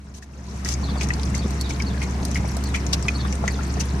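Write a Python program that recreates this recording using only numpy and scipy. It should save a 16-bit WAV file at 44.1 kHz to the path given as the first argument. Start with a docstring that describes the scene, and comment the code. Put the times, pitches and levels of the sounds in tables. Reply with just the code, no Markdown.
"""Dog lapping from a plastic bag

A dog laps water from a thin bag on a vehicle's carpeted floor, close by. Each lap is a wet smack:
the mouth cavity rings and sucks air amid bubbles. Water plops back; creases snap, tick and rustle.
A small bird chirps faintly, an engine idles underneath, and the whole sound fades in."""
import sys
import numpy as np
from scipy import signal
from scipy.fft import rfft, irfft, next_fast_len
from scipy.io import wavfile
from scipy.ndimage import map_coordinates

SR = 44100
rng = np.random.default_rng(int(sys.argv[2]) if len(sys.argv) > 2 else 0)


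def wav_out(sig):
    """Save sig, one row per channel (or a flat mono array), as 16-bit PCM at SR to the path in sys.argv[1]."""
    wavfile.write(sys.argv[1], SR, np.round(np.clip(np.atleast_2d(sig).T, -1, 1) * 32767).astype(np.int16))


N = 176400


def amp(db):
    return 10 ** (np.asarray(db) / 20)


def unit(x):
    """Scale to rms 1."""
    return x / np.sqrt(np.mean(x ** 2) + 1e-20)


def burst(x):
    """Scale to the energy of 4 ms at rms 1."""
    return unit(x) * np.sqrt(.004 * SR / x.shape[-1])


def clock(length_s):
    return np.arange(int(length_s * SR)) / SR


def along(points, hz):
    """Interpolate (freq_hz, value) points on a log axis."""
    freq_hz, values = np.transpose(points)
    return np.interp(np.log(hz + 1), np.log(freq_hz + 1), values)


def wobble(knots_per_s):
    """Smooth random curve."""
    knots = rng.standard_normal(int(N * knots_per_s / SR) + 4)
    return map_coordinates(knots, [np.arange(N) * knots_per_s / SR])


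def filtered(x, gain_at_hz):
    n_fft = next_fast_len(N + SR // 2)
    return irfft(rfft(x, n_fft) * gain_at_hz(np.fft.rfftfreq(n_fft, 1 / SR)), n_fft)[..., :N]


def add(out, start_s, x):
    part = out[..., max(0, round(start_s * SR)):][..., :x.shape[-1]]
    part += x[..., :part.shape[-1]]


def ring(hz, t60_s, rise_per_s=0):
    """Decaying stereo tone; its pitch may rise, like a bubble's."""
    t = clock(.06)
    side_rad = 1.29 * rng.standard_normal() * np.array([[.5], [-.5]])
    tone = np.sin(2 * np.pi * hz * t * (1 + rise_per_s * t / 2) + side_rad)
    return tone * amp(-60 * t / t60_s) * (1 - np.exp(-t * hz / .76))


def grains(length_s, hz, spread, t60_cycles, count):
    """Small rings (bubbles, creases) scattered in time, log pitch and level."""
    out = np.zeros((2, int(length_s * SR) + SR // 10))
    draws = zip(rng.random(count), rng.standard_normal(count), rng.standard_normal(count))
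    for k, (jitter, detune, size) in enumerate(draws):
        pitch_hz = min(hz * np.exp(spread * detune), SR / 3)
        grain = amp(4.65 * min(size, 2)) * ring(pitch_hz, t60_cycles / pitch_hz)
        add(out, length_s * (k + jitter) / count, grain)
    return out


def rush(spectrum):
    """Stereo noise at rms 1, near mono in the bass."""
    # left-right likeness: freq_hz, correlation
    likeness = [(60, .999), (130, 0.97), (260, 0.93), (500, 0.71), (1000, 0.023)]

    def mid_side_gains(hz):
        angle_rad = np.arccos(np.clip(along(likeness, hz), -1, 1)) / 2
        return amp(along(spectrum, hz)) * [np.cos(angle_rad), np.sin(angle_rad)]

    mid, side = filtered(rng.standard_normal((2, N)), mid_side_gains)
    return unit(np.array([mid + side, mid - side]))


def laps():
    """Tongue smacks: two mouth-cavity resonances, a spatter of bubbles and sucked air."""
    # smacks: start_s, level_db, cavity_hz, spatter_s
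    smacks = [(0.225, -25, 1810, .008), (0.658, -24, 1900, 0.011), (1.0105, -24.5, 2410, 0.017),
              (1.1043, -20, 1900, .002), (1.344, -29.5, 2070, .009), (1.7062, -29.5, 2210, 0.006),
              (1.8013, -27, 2220, .005), (2.018, -27.5, 2230, 0.024), (2.357, -23.5, 2100, 0.021),
              (2.7463, -21, 2270, 0.018), (3.0832, -17, 2400, 0.0066), (3.3258, -32.5, 2160, .005),
              (3.4785, -20.5, 1987, .012), (3.8088, -28, 2680, 0.01)]
    out = np.zeros((2, N))
    for start_s, db, hz, spatter_s in smacks:
        for mode_hz, mode_db in (hz, -2), (1.34 * hz, -12.5):
            add(out, start_s, amp(db + mode_db) * burst(ring(mode_hz, t60_s=.016, rise_per_s=8.2)))
        wet_db = db + 10 * np.log10(spatter_s)  # longer is wetter
        wet_start_s = start_s - spatter_s / 4
        spatter = grains(spatter_s, hz, spread=.21, t60_cycles=11, count=24)
        add(out, wet_start_s, amp(wet_db + 8) * burst(spatter))
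        add(out, wet_start_s, amp(wet_db + 12) * burst(suck(hz, spatter_s)))
    return out


def suck(hz, length_s):
    """Air drawn through the wet mouth cavity: a swell of resonant noise."""
    t = clock(.12)
    cavity = signal.iirpeak(hz, Q=3.1, fs=SR)
    noise = rng.standard_normal((2, len(t)))
    hollow = signal.lfilter(*cavity, signal.lfilter(*cavity, noise))
    return (hollow + hollow.mean(axis=0)) * t * np.exp(-t / (.63 * length_s))


def water():
    """Ringing bubbles: plops with a slosh, a slurp and a trickle of drips."""
    # water falling back into the bag: start_s, level_db, pitch_hz
    plops = [(.956, -24.5, 750), (2.443, -25, 790), (2.567, -27, 686), (2.74, -26.5, 1330),
             (3.249, -25.5, 1110), (3.438, -20, 700), (3.447, -31, 1300), (3.591, -28, 1360),
             (3.769, -26, 690)]
    # wet slurp: start_s, length_s, level_db
    slurps = [(2.927, 0.018, -22)]
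    out = np.zeros((2, N))
    for start_s, db, hz in plops:
        add(out, start_s, amp(db - 4) * burst(ring(hz, t60_s=.024, rise_per_s=1.1)))
        slosh = grains(.02, hz, spread=.49, t60_cycles=5, count=8)
        add(out, start_s, amp(db - 6.5) * burst(slosh))
    for start_s, length_s, db in slurps:
        slurp = grains(length_s, hz=4050, spread=.384, t60_cycles=21, count=50)
        add(out, start_s, amp(db) * burst(slurp))
    drips = grains(N / SR, hz=1468, spread=.478, t60_cycles=27, count=int(110 * N / SR))
    return out + amp(-48.5) * unit(drips[:, :N])


def bag_creases():
    """Creases snap with a crack and brief rings, or crumple in bursts of clicks."""
    # single creases: start_s, level_db, pitch_hz
    snaps = [(0.6483, -16.5, 6000), (0.6887, -12, 5920), (0.7388, -16.5, 6350), (1.0114, -23.5, 6800),
             (1.033, -23, 5830), (1.0873, -23, 6600), (1.1371, -19.5, 5330), (1.1963, -26.5, 3780),
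             (1.2327, -22, 4860), (1.3503, -19, 6560), (1.7993, -27, 5430), (1.8223, -19, 5360),
             (2.314, -25, 6500), (2.346, -21.5, 5700), (2.866, -19.5, 6130), (2.9329, -11.5, 4560),
             (3.026, -22.5, 7180), (3.084, -18, 6160), (3.326, -23, 6450), (3.354, -26.5, 7130),
             (3.4788, -16, 6570), (3.634, -26, 6030), (3.74, -26, 6000), (3.806, -19, 6440)]
    # crumpling under the muzzle: start_s, length_s, level_db
    rustles = [(0.138, 0.053, -32.5), (0.218, 0.029, -34.5), (0.43, 0.19, -48.5), (0.644, 0.093, -32.5),
               (1.005, 0.046, -37.5), (1.346, 0.038, -38), (1.691, 0.025, -38.5), (2.015, 0.027, -38),
               (2.348, .035, -39), (2.741, .028, -36.5), (2.927, 0.021, -27), (3.796, 0.023, -30.5)]
    # thin film spectrum: freq_hz, gain_db
    film = [(1500, -3.5), (3000, -2.5), (6300, 5.5), (8000, -2), (11000, -10), (15000, -26)]
    rings, clicks = np.zeros((2, 2, N))
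    for start_s, db, hz in snaps:
        snap = grains(.002, hz, spread=.13, t60_cycles=60, count=7)
        add(rings, start_s - .001, amp(db - 11) * burst(snap))
        add(clicks, start_s, amp(db - 15.5) * crack())
    for start_s, length_s, db in rustles:
        add(clicks, start_s, amp(db) * crumple(length_s))
    return rings + filtered(clicks, lambda hz: unit(amp(along(film, hz))))


def crack(t60_s=.008):
    """Film cracking: fast-decaying noise."""
    t = clock(.04)
    return burst(rng.standard_normal((2, len(t))) * amp(-60 * t / t60_s))


def crumple(length_s, clicks_per_s=1500, scatter_db=6.5):
    """Tiny creases: random clicks of uneven size."""
    shape = (2, int(length_s * SR))
    sizes = amp(scatter_db * np.clip(rng.standard_normal(shape), -2, 2))
    clicks = sizes * rng.choice([-1, 1], shape) * (rng.random(shape) < clicks_per_s / SR)
    return unit(clicks) * signal.windows.tukey(shape[1], .15)


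def bag_crackle(ticks_per_s=380, clump_db=4.5):
    """Taut film cracks without ringing; the bag, never quite still, ticks in clumps."""
    # dry cracks: start_s, level_db
    dry_cracks = [(1.507, -33), (1.612, -22.5), (2.2519, -23.5), (2.568, -28), (2.6388, -27)]
    # taut film spectrum: freq_hz, gain_db
    taut_film = [(2500, -19), (4500, 3), (8000, 0), (14000, -13)]
    ticks = grains(N / SR, hz=5920, spread=.2, t60_cycles=19, count=int(ticks_per_s * N / SR))
    cracks = np.zeros((2, N))
    for start_s, db in dry_cracks:
        add(cracks, start_s, amp(db) * crack())
    clumped = ticks[:, :N] * amp(clump_db * np.tanh(wobble(21.92)))
    return filtered(cracks, lambda hz: amp(along(taut_film, hz))) + amp(-48.5) * unit(clumped)


def bump():
    """A soft, dull knock close by."""
    # knock: start_s, level_db, pitch_hz
    knocks = [(1.443, -14, 300)]
    out = np.zeros((2, N))
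    for start_s, db, hz in knocks:
        thud = grains(.018, hz, spread=.72, t60_cycles=5.2, count=20).mean(axis=0)
        lowpass = signal.butter(2, 2 * hz, fs=SR)
        add(out, start_s, amp(db) * burst(signal.lfilter(*lowpass, thud)))
    return out


def bird(fall_hz_per_s=10000, flutter_db=5):
    """Each chirp is two thin, raspy, fluttering notes that fall in pitch."""
    # chirps: start_s, level_db
    chirps = [(.828, -31), (.885, -35), (.968, -33.5), (1.372, -34), (1.595, -30), (1.645, -36.5),
              (1.853, -32), (2.645, -35.5), (3.138, -30), (3.185, -32), (3.495, -35)]
    # notes of a chirp: delay_s, length_s, pitch_hz, level_db
    notes = [(0, 0.044, 4593, -4.5), (0.035, 0.057, 3884, -10)]
    out = np.zeros(N)
    waver = 1 + .042 * wobble(900) + .0205 * wobble(35)  # rasp, drift
    for start_s, db in chirps:
        for delay_s, length_s, hz, note_db in notes:
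            t, onset_s = clock(length_s), start_s + delay_s
            pitch_hz = (hz - fall_hz_per_s * t) * waver[int(onset_s * SR):][:len(t)]
            tone = np.sin(2 * np.pi * np.cumsum(pitch_hz) / SR)
            add(out, onset_s, amp(db + note_db) * np.sin(np.pi * t / length_s) * tone)
    return out * unit(amp(flutter_db * np.tanh(wobble(130))))


def engine(hum_hz=68.13):
    """Idle: a hum with overtones, wavering drones and cabin rumble."""
    # hum harmonics: order, level_db
    orders = [(1, -25.5), (2, -48.5), (3, -39.5), (4, -44.5)]
    # drones: pitch_hz, level_db
    drones = [(122, -38.5), (221.9, -44.5), (688, -53)]
    # rumble spectrum: freq_hz, gain_db
    rumble = [(20, -22), (45, -5.5), (90, -3), (185, 0.5), (250, -9), (380, -11), (550, -19.5),
              (1000, -18.5), (3000, -59.5)]
    phase = 2 * np.pi * np.cumsum(hum_hz * (1 + .0036 * wobble(7))) / SR
    hum = sum(amp(db) * unit(np.sin(k * phase + 2 * np.pi * rng.random())) for k, db in orders)
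    for hz, db in drones:
        swell = amp(2.3 * wobble(8))
        hum += amp(db) * unit(swell * np.sin(2 * np.pi * hz * np.arange(N) / SR + .96 * wobble(9)))
    return hum + amp(-29.5 + 1.27 * wobble(25.09)) * rush(rumble)


def air():
    """Faint, nearly steady hiss."""
    # hiss spectrum: freq_hz, gain_db
    hiss = [(200, 2.5), (600, -10), (1100, -0.5), (2300, -2.5), (3200, -10), (5800, -11), (11000, -22),
            (15000, -38)]
    return amp(-40.5 + .42 * wobble(17)) * rush(hiss)


def cabin(x, t60_s=.036, tail_db=-3):
    """Close, padded walls add a short, diffuse tail, drawn afresh every 0.2 s."""
    t, out, block = clock(.08), x.copy(), SR // 5
    envelope = amp(-60 * t / t60_s) * (1 - np.exp(-t / .0015))
    for i in range(0, N, block):
        tails = rng.standard_normal((2, len(t))) * envelope
        tails /= np.linalg.norm(tails, axis=1, keepdims=True)
        add(out, i / SR, amp(tail_db) * signal.fftconvolve(x[:, i:i + block], tails, axes=1))
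    return out


def scene():
    """Dog, bag, bird and hiss, coloured differently per side, over engine and knock."""
    # stereo balance: freq_hz, left_minus_right_db
    balance = [(500, -2.5), (1300, 5), (2500, 3), (4000, -3.5), (6000, 11), (8000, -6.5), (14000, -7.5)]
    near = cabin(laps() + water() + bag_creases() + bag_crackle() + bird()) + air()
    sides = np.array([[.5], [-.5]])
    return engine() + bump() + filtered(near, lambda hz: amp(along(balance, hz) * sides))


def record(dry):
    """Fade-in and band limit."""
    # fade-in: time_s, gain_db
    fade = [(.3, -16), (.5, -8), (.68, -3), (.9, 0)]
    fade_db = np.interp(np.arange(N) / SR, *np.transpose(fade))
    return filtered(dry * amp(fade_db), lambda hz: hz < 15200)


dry = scene()
out = record(dry)
wav_out(out)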